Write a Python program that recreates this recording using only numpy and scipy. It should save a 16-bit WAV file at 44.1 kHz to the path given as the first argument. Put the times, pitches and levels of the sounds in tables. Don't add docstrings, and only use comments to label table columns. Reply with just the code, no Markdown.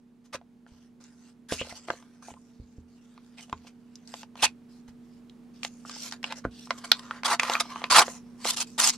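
import sys
import numpy as np
from scipy import signal
from scipy.fft import rfft, irfft, next_fast_len
from scipy.io import wavfile
from scipy.ndimage import uniform_filter1d

SR = 44100
rng = np.random.default_rng(int(sys.argv[2]) if len(sys.argv) > 2 else 0)


def unload_audio(sound):
    columns = np.transpose(np.atleast_2d(sound))
    steps = np.round(np.clip(columns, -1, 1) * 32767)
    wavfile.write(sys.argv[1], SR, steps.astype(np.int16))


N = 395577

# (t/s, share/0-1)
POCKET_OPENING = [(6.6, 0.1), (7.0, 0.69), (7.2, 0.28), (7.5, 0.56), (7.75, 0.7), (8.05, 0.41), (8.3, 0.37)]
SPLIT_HZ = 2000


def undb(db):
    return np.exp(np.asarray(db) * np.log(10) / 20)


def unit(x):
    return x / np.sqrt(np.mean(x ** 2))


def curve(rows):
    s, value = np.transpose(rows)
    return np.interp(np.arange(N) / SR, s, value)


def bin_hz(size):
    return np.arange(size // 2 + 1) * SR / size + 1


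def spectrum_db(points, size):
    hz, db = np.transpose(points)
    return np.interp(np.log(bin_hz(size)), np.log(hz), db)


def colour(x, points):
    size = next_fast_len(len(x), True)
    return irfft(rfft(x, size) * undb(spectrum_db(points, size)), size)[:len(x)]


def band(x, lo_hz, hi_hz, order=4):
    size = next_fast_len(len(x), True)
    hz = bin_hz(size)
    low_side = 1 / (1 + (lo_hz / hz) ** (2 * order))
    high_side = 1 / (1 + (hz / hi_hz) ** (2 * order))
    return irfft(rfft(x, size) * low_side * high_side, size)[:len(x)]


def walk(rate, size=N):
    step = max(int(SR / rate), 1)
    held = np.repeat(rng.standard_normal(size // step + 1), step)
    return unit(uniform_filter1d(held, step))[:size]


def add(track, s, sound):
    i = max(int(s * SR), 0)
    track[i:i + len(sound)] += sound[:N - i]


def impulse(db, size):
    cepstrum = irfft(np.log(undb(db)), size)
    cepstrum[1:size // 2] *= 2
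    cepstrum[size // 2 + 1:] = 0
    return irfft(np.exp(rfft(cepstrum)), size)


def random_ticks(rate):
    return (rng.random(N) < rate / SR) * rng.choice([-1, 1], N)


def background():
    # (f/Hz, level/dB)
    hum_lines = [(30, -70), (120, -64.5), (150.5, -66.5), (170, -61.5), (210, -62), (240, -46.5),
                 (281, -65.5), (370, -67), (450, -64.5)]
    # (f/Hz, level/dB)
    air_colour = [(20, -33), (45, -23.5), (90, -18.5), (160, -16.5), (220, -7.5), (330, -16), (500, -23.5),
                  (900, -27.5), (2000, -35.5), (5000, -42), (10000, -47), (15000, -55)]
    # (t/s, level/dB)
    growth = [(0, -9), (1.3, -6.5), (3.2, -5.5), (5.2, -1.5), (7, -0.5), (8.97, 1.5)]
    t, hum = np.arange(N) / SR, np.zeros(N)
    for hz, db in hum_lines:
        hum += undb(db + .5 * walk(3.8)) * np.sin(2 * np.pi * (hz * t + rng.random()))
    air = unit(colour(rng.standard_normal(N), air_colour))
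    side = unit(colour(rng.standard_normal(N), air_colour))
    mid = hum + undb(-58.0) * air
    stereo = mid + undb(-63.5) * side * np.array([[1], [-1]])
    return stereo * undb(curve(growth))


def room(x, t60=0.092, tail_db=-15.5, desk_s=0.0013):
    # (delay/s, level/dB)
    near_echoes = [(.00582, -5.5), (.0128, -21)]
    t = np.arange(SR // 3) / SR
    dull, mid = colour(x, [(1500, -5.5), (3000, -16), (10000, -9)]), x.copy()
    for delay_s, db in near_echoes:
        add(mid, delay_s, undb(db) * dull)
    tail = rng.standard_normal(len(t)) * np.exp(-np.log(1000) * t / t60) * (t > .004)
    tail /= np.linalg.norm(tail)
    tail_source = colour(x, [(4000, 1.5), (12000, -6.5)])
    mid += undb(tail_db) * signal.fftconvolve(tail_source, tail)[:N]
    bounce = np.roll(mid, int(desk_s * SR)) * walk(700)
    side = colour(bounce, [(1000, -21.0), (2000, -7), (4000, -4.5), (7500, 2.0), (11000, -2.5)])
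    right = mid - side
    late = band(right, 1, 9100, order=2)
    return np.array([mid + side, right - late + np.roll(late, 1)])


def bumps():
    # (t/s, peak level/dB, contact time/s)
    bump_list = [(0.349, -34, .0004), (0.358, -52, .0008), (0.719, -46, .005), (1.522, -18, 0.00027),
                 (1.613, -27, .001), (1.723, -42, .0016), (1.899, -41, 0.0019), (2.316, -39, .0012),
                 (2.599, -33, .0036), (2.617, -41, 0.0029), (2.783, -33.5, .003), (2.793, -58, .0026),
                 (3.528, -27, .001), (4.433, -31.5, .001), (4.887, -47, .005), (6.452, -19, .0009),
                 (6.47, -27, .0026), (7.915, -35.5, .0018), (7.979, -42, .0014), (8.078, -42, .0005)]
    # (f/Hz, time to fade by 60 dB/s, level/dB)
    desk_modes = [(55, 0.12, -12.5), (80, 0.31, -10), (120, 0.081, -2.5), (196, 0.043, -1.5),
                  (266, 0.075, 4), (414, 0.079, 4.5)]
    out, t = np.zeros(N), np.arange(SR // 4) / SR
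    desk = np.zeros(len(t))
    for hz, t60, db in desk_modes:
        desk += undb(db) * np.exp(-np.log(1000) * t / t60) * np.cos(2 * np.pi * hz * t)
    for s, db, contact_s in bump_list:
        push = t * np.exp(-2 * t / contact_s)
        thud = signal.fftconvolve(push, desk)[:len(t)]
        add(out, s, undb(db) * thud / np.abs(thud).max())
    return out


def squeaks():
    # (t/s, length/s, first f/Hz, last f/Hz, level/dB)
    squeak_list = [(0.333, 0.034, 653, 430, -41.5), (1.48, 0.061, 1715, 1397, -45),
                   (1.573, 0.066, 2350, 3235, -39), (1.699, 0.025, 2320, 1855, -50.5),
                   (1.899, 0.01, 1820, 1640, -32), (2.22, 0.016, 1400, 850, -55),
                   (2.359, 0.027, 1025, 1070, -59.5), (3.371, 0.045, 2700, 2040, -54),
                   (4.386, 0.022, 2700, 2580, -48.5), (4.447, 0.027, 2682, 2475, -31)]
    out = np.zeros(N)
    for s, length, first_hz, last_hz, db in squeak_list:
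        size = int(length * SR)
        hz = np.linspace(first_hz, last_hz, size) * (1 + .09 * walk(1500, size))
        tone = np.sin(2 * np.pi * np.cumsum(hz) / SR)
        swell = np.hanning(size) * undb(3 * walk(400, size))
        add(out, s, undb(db) * unit(tone * swell))
    return out


def snaps(ring_db=14.0, ring_width=0.24, low_cut=0.32, scatter=0.092, scatter_s=0.001162, size=2048):
    # (t/s, rough peak level/dB, ring f/Hz, brightness/dB per octave)
    snap_list = [(.413, -37.5, 764, -7), (0.664, -40, 1520, -4), (1.039, -38, 6600, 15),
                 (1.522, -12, 694, -1), (1.613, -16.5, 530, -2.5), (1.649, -34, 797, -5),
                 (1.67, -31.5, 595, -9), (1.724, -27, 656, -2), (1.884, -18.5, 627, -5),
                 (1.902, -9.5, 1120, -7), (1.935, -27.5, 1010, -18), (2.025, -38.5, 950, 0.5),
                 (2.283, -25.5, 790, -14), (2.304, -31, 900, -3.5), (2.338, -35.5, 765, -5),
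                 (3.177, -35.5, 1530, -3.5), (3.482, -46, 700, -13), (3.496, -34.5, 620, 1.5),
                 (3.527, -12, 1070, -2), (3.577, -48, 4300, 5), (3.647, -40, 977, -32),
                 (3.955, -31.5, 5470, 11.5), (4.074, -35.5, 5000, 13), (4.139, -21.5, 970, -2),
                 (4.231, -27, 795, -0.5), (4.355, -30, 980, -1), (4.375, -38, 2590, -8),
                 (5.296, -39.5, 3765, 7), (5.631, -20, 2500, 2.5), (5.648, -14.5, 780, 3.5),
                 (5.85, -28, 1240, -8.5), (5.895, -24.5, 1260, 4.5), (5.963, -32, 900, -11),
                 (6.111, -29, 5500, 4), (6.123, -20, 900, 4), (6.135, -31, 1290, -3),
                 (6.229, -27.5, 2000, 6.5), (6.241, -12, 2600, -1), (6.323, -16.5, 910, 3.5),
                 (6.45, -12, 1507, -13), (6.672, -32.5, 1080, -2), (6.706, -7, 1160, -3),
                 (6.916, 5.5, 3900, 1.5), (6.993, -26.5, 1000, 6), (7.109, -13, 1320, -2.5),
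                 (7.233, -17, 1400, 0), (7.396, -2.5, 2330, 2), (7.432, -8, 1020, 3.5), (7.497, -7, 870, 1),
                 (7.535, -14, 3800, 14.5), (7.552, -6.5, 2350, -4), (7.654, -28.5, 1050, -3),
                 (7.758, -18, 1130, -2.5), (7.817, -21.5, 980, -4), (7.84, -10.5, 2560, -3.5),
                 (8.08, -17.5, 580, -3), (8.447, -18, 1970, 3), (8.453, -12, 980, -14)]
    # (f/Hz, level/dB)
    snap_colour = [(80, -14.5), (460, -4.5), (1120, -1), (1900, -4), (3200, -4.5), (5500, -10), (7750, -21),
                   (11000, -31), (15000, -44.5)]
    crest_db = 23.5
    out, t = np.zeros(N), np.arange(size) / SR
    hz = bin_hz(size)
    octaves = np.log2(np.clip(hz, 600, 9000))
    for s, db, ring_hz, bright_db in snap_list:
        low_loss = 10 * np.log10(1 + (low_cut * ring_hz / hz) ** 2)
        shape = spectrum_db(snap_colour, size) + bright_db * octaves - low_loss
        ring = ring_db / (1 + ((hz / ring_hz - 1) / ring_width) ** 2)
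        push = scatter * rng.standard_normal(size) * t / scatter_s * np.exp(1 - t / scatter_s)
        push[int(scatter_s * SR)] += 1
        snap = signal.fftconvolve(push, impulse(shape + ring, size))[:size]
        add(out, s, unit(snap) * undb(db - crest_db))
    return out


def fibres(rate, spread_db, catch_rate, catch_db):
    return random_ticks(rate) * undb(spread_db * rng.standard_normal(N) + catch_db * walk(catch_rate))


def crinkle(rate, spread_db):
    return unit(random_ticks(rate) * undb(spread_db * rng.random(N)))


def flex(x, moves, depth_db, rate, focus_db, focus_octaves=0.76, taut_db=2.5, count=22):
    usual_octave = np.log2(4370)
    hz, t, spectra = signal.stft(x, SR, nperseg=512)
    centres = np.linspace(np.log2(400), np.log2(14000), count)
    column = centres[:, None]
    steps = np.arange(int(t[-1] * rate) + 2)
    chance = rng.standard_normal((len(steps), count)).T
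    wander = np.array([np.interp(t * rate, steps, row) for row in chance])
    start, length, *_, pitch_hz = np.transpose(moves)
    middle = start + length / 2
    order = np.argsort(middle)
    pitch = np.log2(np.interp(t, middle[order], pitch_hz[order]))
    bright = taut_db * (pitch - usual_octave) * np.maximum(column - usual_octave, 0)
    focus = focus_db * np.exp(-((column - pitch) / focus_octaves) ** 2)
    gain = undb(depth_db * wander + bright + focus)
    weights = np.array([np.interp(np.log2(hz + 1), centres, row) for row in np.eye(count)]).T
    gain = weights @ gain
    gain /= np.sqrt(np.mean(np.abs(spectra) ** 2, axis=1) @ gain ** 2)
    return unit(signal.istft(spectra * gain, SR)[1][:N])


def strokes(moves, attack_s, release_s, arch_db):
    t, power = np.arange(N) / SR, np.zeros((2, N))
    for s, length, surface_db, body_db, swell_db, _ in moves:
        on = slice(int(s * SR), int((s + length + 10 * release_s) * SR))
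        age = t[on] - s
        done = np.clip(age / length, 0, 1)
        push = undb(swell_db * (done - .5) + arch_db * (np.sin(np.pi * done) - 2 / np.pi))
        grip = np.clip(age / attack_s, 0, 1) * np.exp(-np.maximum(age - length, 0) / release_s)
        power[:, on] += (undb([[surface_db], [body_db]]) * push * grip) ** 2
    return np.sqrt(power)


def ripping(pocket_db=-2.0, crinkle_db=-12.5):
    # (t/s, length/s, crackle level/dB, sheet body level/dB, swell from start to end/dB, pitch f/Hz)
    rip_moves = [(0.325, 0.03, -42.5, -39, 9.5, 2500), (1.512, 0.033, -39, -44.5, 1, 5370),
                 (1.592, 0.023, -56, -59, -3, 3000), (4.419, 0.035, -23, -29, 8.5, 2944),
                 (7.242, 0.021, -30, -31, 15, 4600), (7.265, 0.056, -36, -29.5, -1, 4600),
                 (7.306, 0.044, -31, -23.5, -6, 5400), (7.595, 0.014, -29, -30, 10.5, 4175),
                 (7.899, 0.055, -22.5, -23.5, -2, 4290), (7.943, .053, -17, -16, 7, 4200),
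                 (7.991, 0.036, -27.5, -20.5, 2.5, 4500), (8.439, .068, -31.5, -39.5, 17, 5510),
                 (8.515, 0.032, -38.5, -45.5, 0, 6000), (8.561, 0.037, -33, -39.5, -6, 5720),
                 (8.599, .027, -30, -39.5, -2.5, 5600), (8.778, 0.06, -25, -29, 5.5, 5610),
                 (8.824, 0.076, -22, -33.5, -0.5, 5630)]
    # (f/Hz, level/dB)
    rip_colour = [(100, -32.5), (250, -26.5), (450, -16), (700, -8.5), (1000, -1.5), (1220, -9.5),
                  (1500, -8), (2000, -9), (2600, -4.5), (3500, -3.5), (4800, -3.5), (7500, -8),
                  (10200, -10), (15500, -34)]
    crackle_gain, body_gain = strokes(rip_moves, attack_s=.0062, release_s=.0049, arch_db=3.0)
    opening = np.clip(curve(POCKET_OPENING), 0, 1)
    breaks = unit(fibres(rate=9500, spread_db=3.0, catch_rate=270, catch_db=1.47))
    breaks += undb(crinkle_db) * crinkle(rate=350, spread_db=12)
    breaks = flex(colour(breaks, rip_colour), rip_moves, depth_db=4.5, rate=65, focus_db=2.0, count=60)
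    crackle = unit(band(breaks, SPLIT_HZ, 20000))
    body = unit(band(breaks, 80, SPLIT_HZ))
    pocket = unit(band(breaks, 1300, 1200, order=10))
    low_part = np.sqrt(1 - opening) * body + undb(pocket_db) * opening * pocket
    return crackle * crackle_gain + low_part * body_gain


def sliding(crinkle_db=-9.5):
    # (t/s, length/s, hiss level/dB, sheet body level/dB, swell from start to end/dB, pitch f/Hz)
    slide_moves = [ (0.236, 0.023, -75, -79, 21, 6000), (0.669, 0.202, -71.5, -72.5, -3, 4530),
                   (1.0, 0.13, -67, -66.5, -11, 5700), (1.132, 0.17, -68, -71, 7, 6760),
                   (1.485, .129, -44, -57, -3, 5000), (1.617, 0.24, -57, -60.5, -14, 4920),
                   (1.688, 0.017, -46.5, -50, -4, 3870), (1.749, .03, -51, -59, -5, 4470),
                   (1.869, 0.14, -57, -57.5, -10, 5300), (2.02, 0.22, -73.5, -70.5, -8, 5320),
                   (2.22, 0.096, -57, -61, 1.5, 7320), (2.312, .5, -74.5, -80, -4, 5000),
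                   (2.876, 0.82, -72, -75.5, 6, 4600), (3.368, .03, -53.5, -59, 0, 3000),
                   (3.401, .03, -52.5, -61, 1, 6000), (3.664, 0.0073, -57, -58, 12.5, 4000),
                   (3.713, .37, -78, -79, 12, 4400), (4.072, 0.1435, -55.5, -64, 8, 4680),
                   (4.362, .06, -55.5, -54, 14, 4400), (4.459, 0.041, -62.5, -57.5, -14, 4400),
                   (4.686, 0.12, -69, -72, -3, 5000), (4.875, 0.016, -61, -61.5, -4, 4610),
                   (5, 0.18, -77, -83.5, 11, 3700), (5.533, 0.35, -66.5, -74.5, -1, 6000),
                   (5.63, .035, -43, -52, -7, 4505), (5.853, 0.2316, -46, -57.5, 8, 4310),
                   (6.112, .025, -48, -46.5, 2, 4960), (6.227, .078, -51.5, -50.5, -3, 3800),
                   (6.297, 0.019, -47, -39.5, 3, 3200), (6.35, 0.034, -52.5, -56.5, 7, 6600),
                   (6.439, 0.0056, -54, -43, -5, 3000), (6.506, .16, -56.5, -71, 7, 5520),
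                   (6.688, .31, -58.5, -54.5, 6, 4000), (6.774, 0.013, -46.5, -48.5, -3, 5800),
                   (6.839, 0.025, -43.5, -40, -25, 6020), (6.983, 0.21, -59, -47.5, -1.5, 4510),
                   (7.388, 0.169, -40.5, -34.5, 8.5, 3900), (7.568, 0.15, -54, -48, -12, 3785),
                   (7.691, .18, -53, -43, -7, 3480), (8.038, .135, -48.5, -49, -2.5, 7500),
                   (8.164, .21, -76.5, -73.5, 3, 5980), (8.375, 0.061, -56.5, -59, 16.5, 6000),
                   (8.665, 0.11, -59, -77, -13, 5940), (8.917, 0.02, -45.5, -52, 17, 5150)]
    # (f/Hz, level/dB)
    slide_colour = [(290, -50.5), (500, -9.5), (781, -10.5), (876, -10), (1090, -13.5), (1620, -8.5),
                    (1750, -9.5), (2800, -4), (3380, -5.5), (5920, -5.5), (8480, -9.5), (13400, -20),
                    (15500, -42.5)]
    hiss_gain, body_gain = strokes(slide_moves, attack_s=.008, release_s=.014, arch_db=0.5)
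    opening = np.clip(curve(POCKET_OPENING), 0, 1)
    slips = unit(fibres(rate=9400, spread_db=1.5, catch_rate=65, catch_db=1.5))
    slips += undb(crinkle_db) * crinkle(rate=87, spread_db=14.5)
    slips = flex(colour(slips, slide_colour), slide_moves, depth_db=5.0, rate=16, focus_db=5.5, count=36)
    hiss = unit(band(slips, SPLIT_HZ, 15000))
    sheet = unit(band(slips, 440, SPLIT_HZ))
    pocket = unit(band(slips, 990, 1210, order=10))
    low_part = (1 - opening) * sheet + opening * pocket
    return hiss * hiss_gain + low_part * body_gain


def scene():
    handling = room(sliding() + ripping() + squeaks() + snaps() + bumps())
    return handling * undb([[-.8], [0.4]]) + background() * undb([[-1.3], [1.2]])


def record(dry):
    top_hz = 15700
    low_pass = signal.ellip(8, .2, 70, top_hz, fs=SR, output="sos")
    return signal.sosfilt(low_pass, np.clip(dry, -1, 1))


dry = scene()
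out = record(dry)
unload_audio(out)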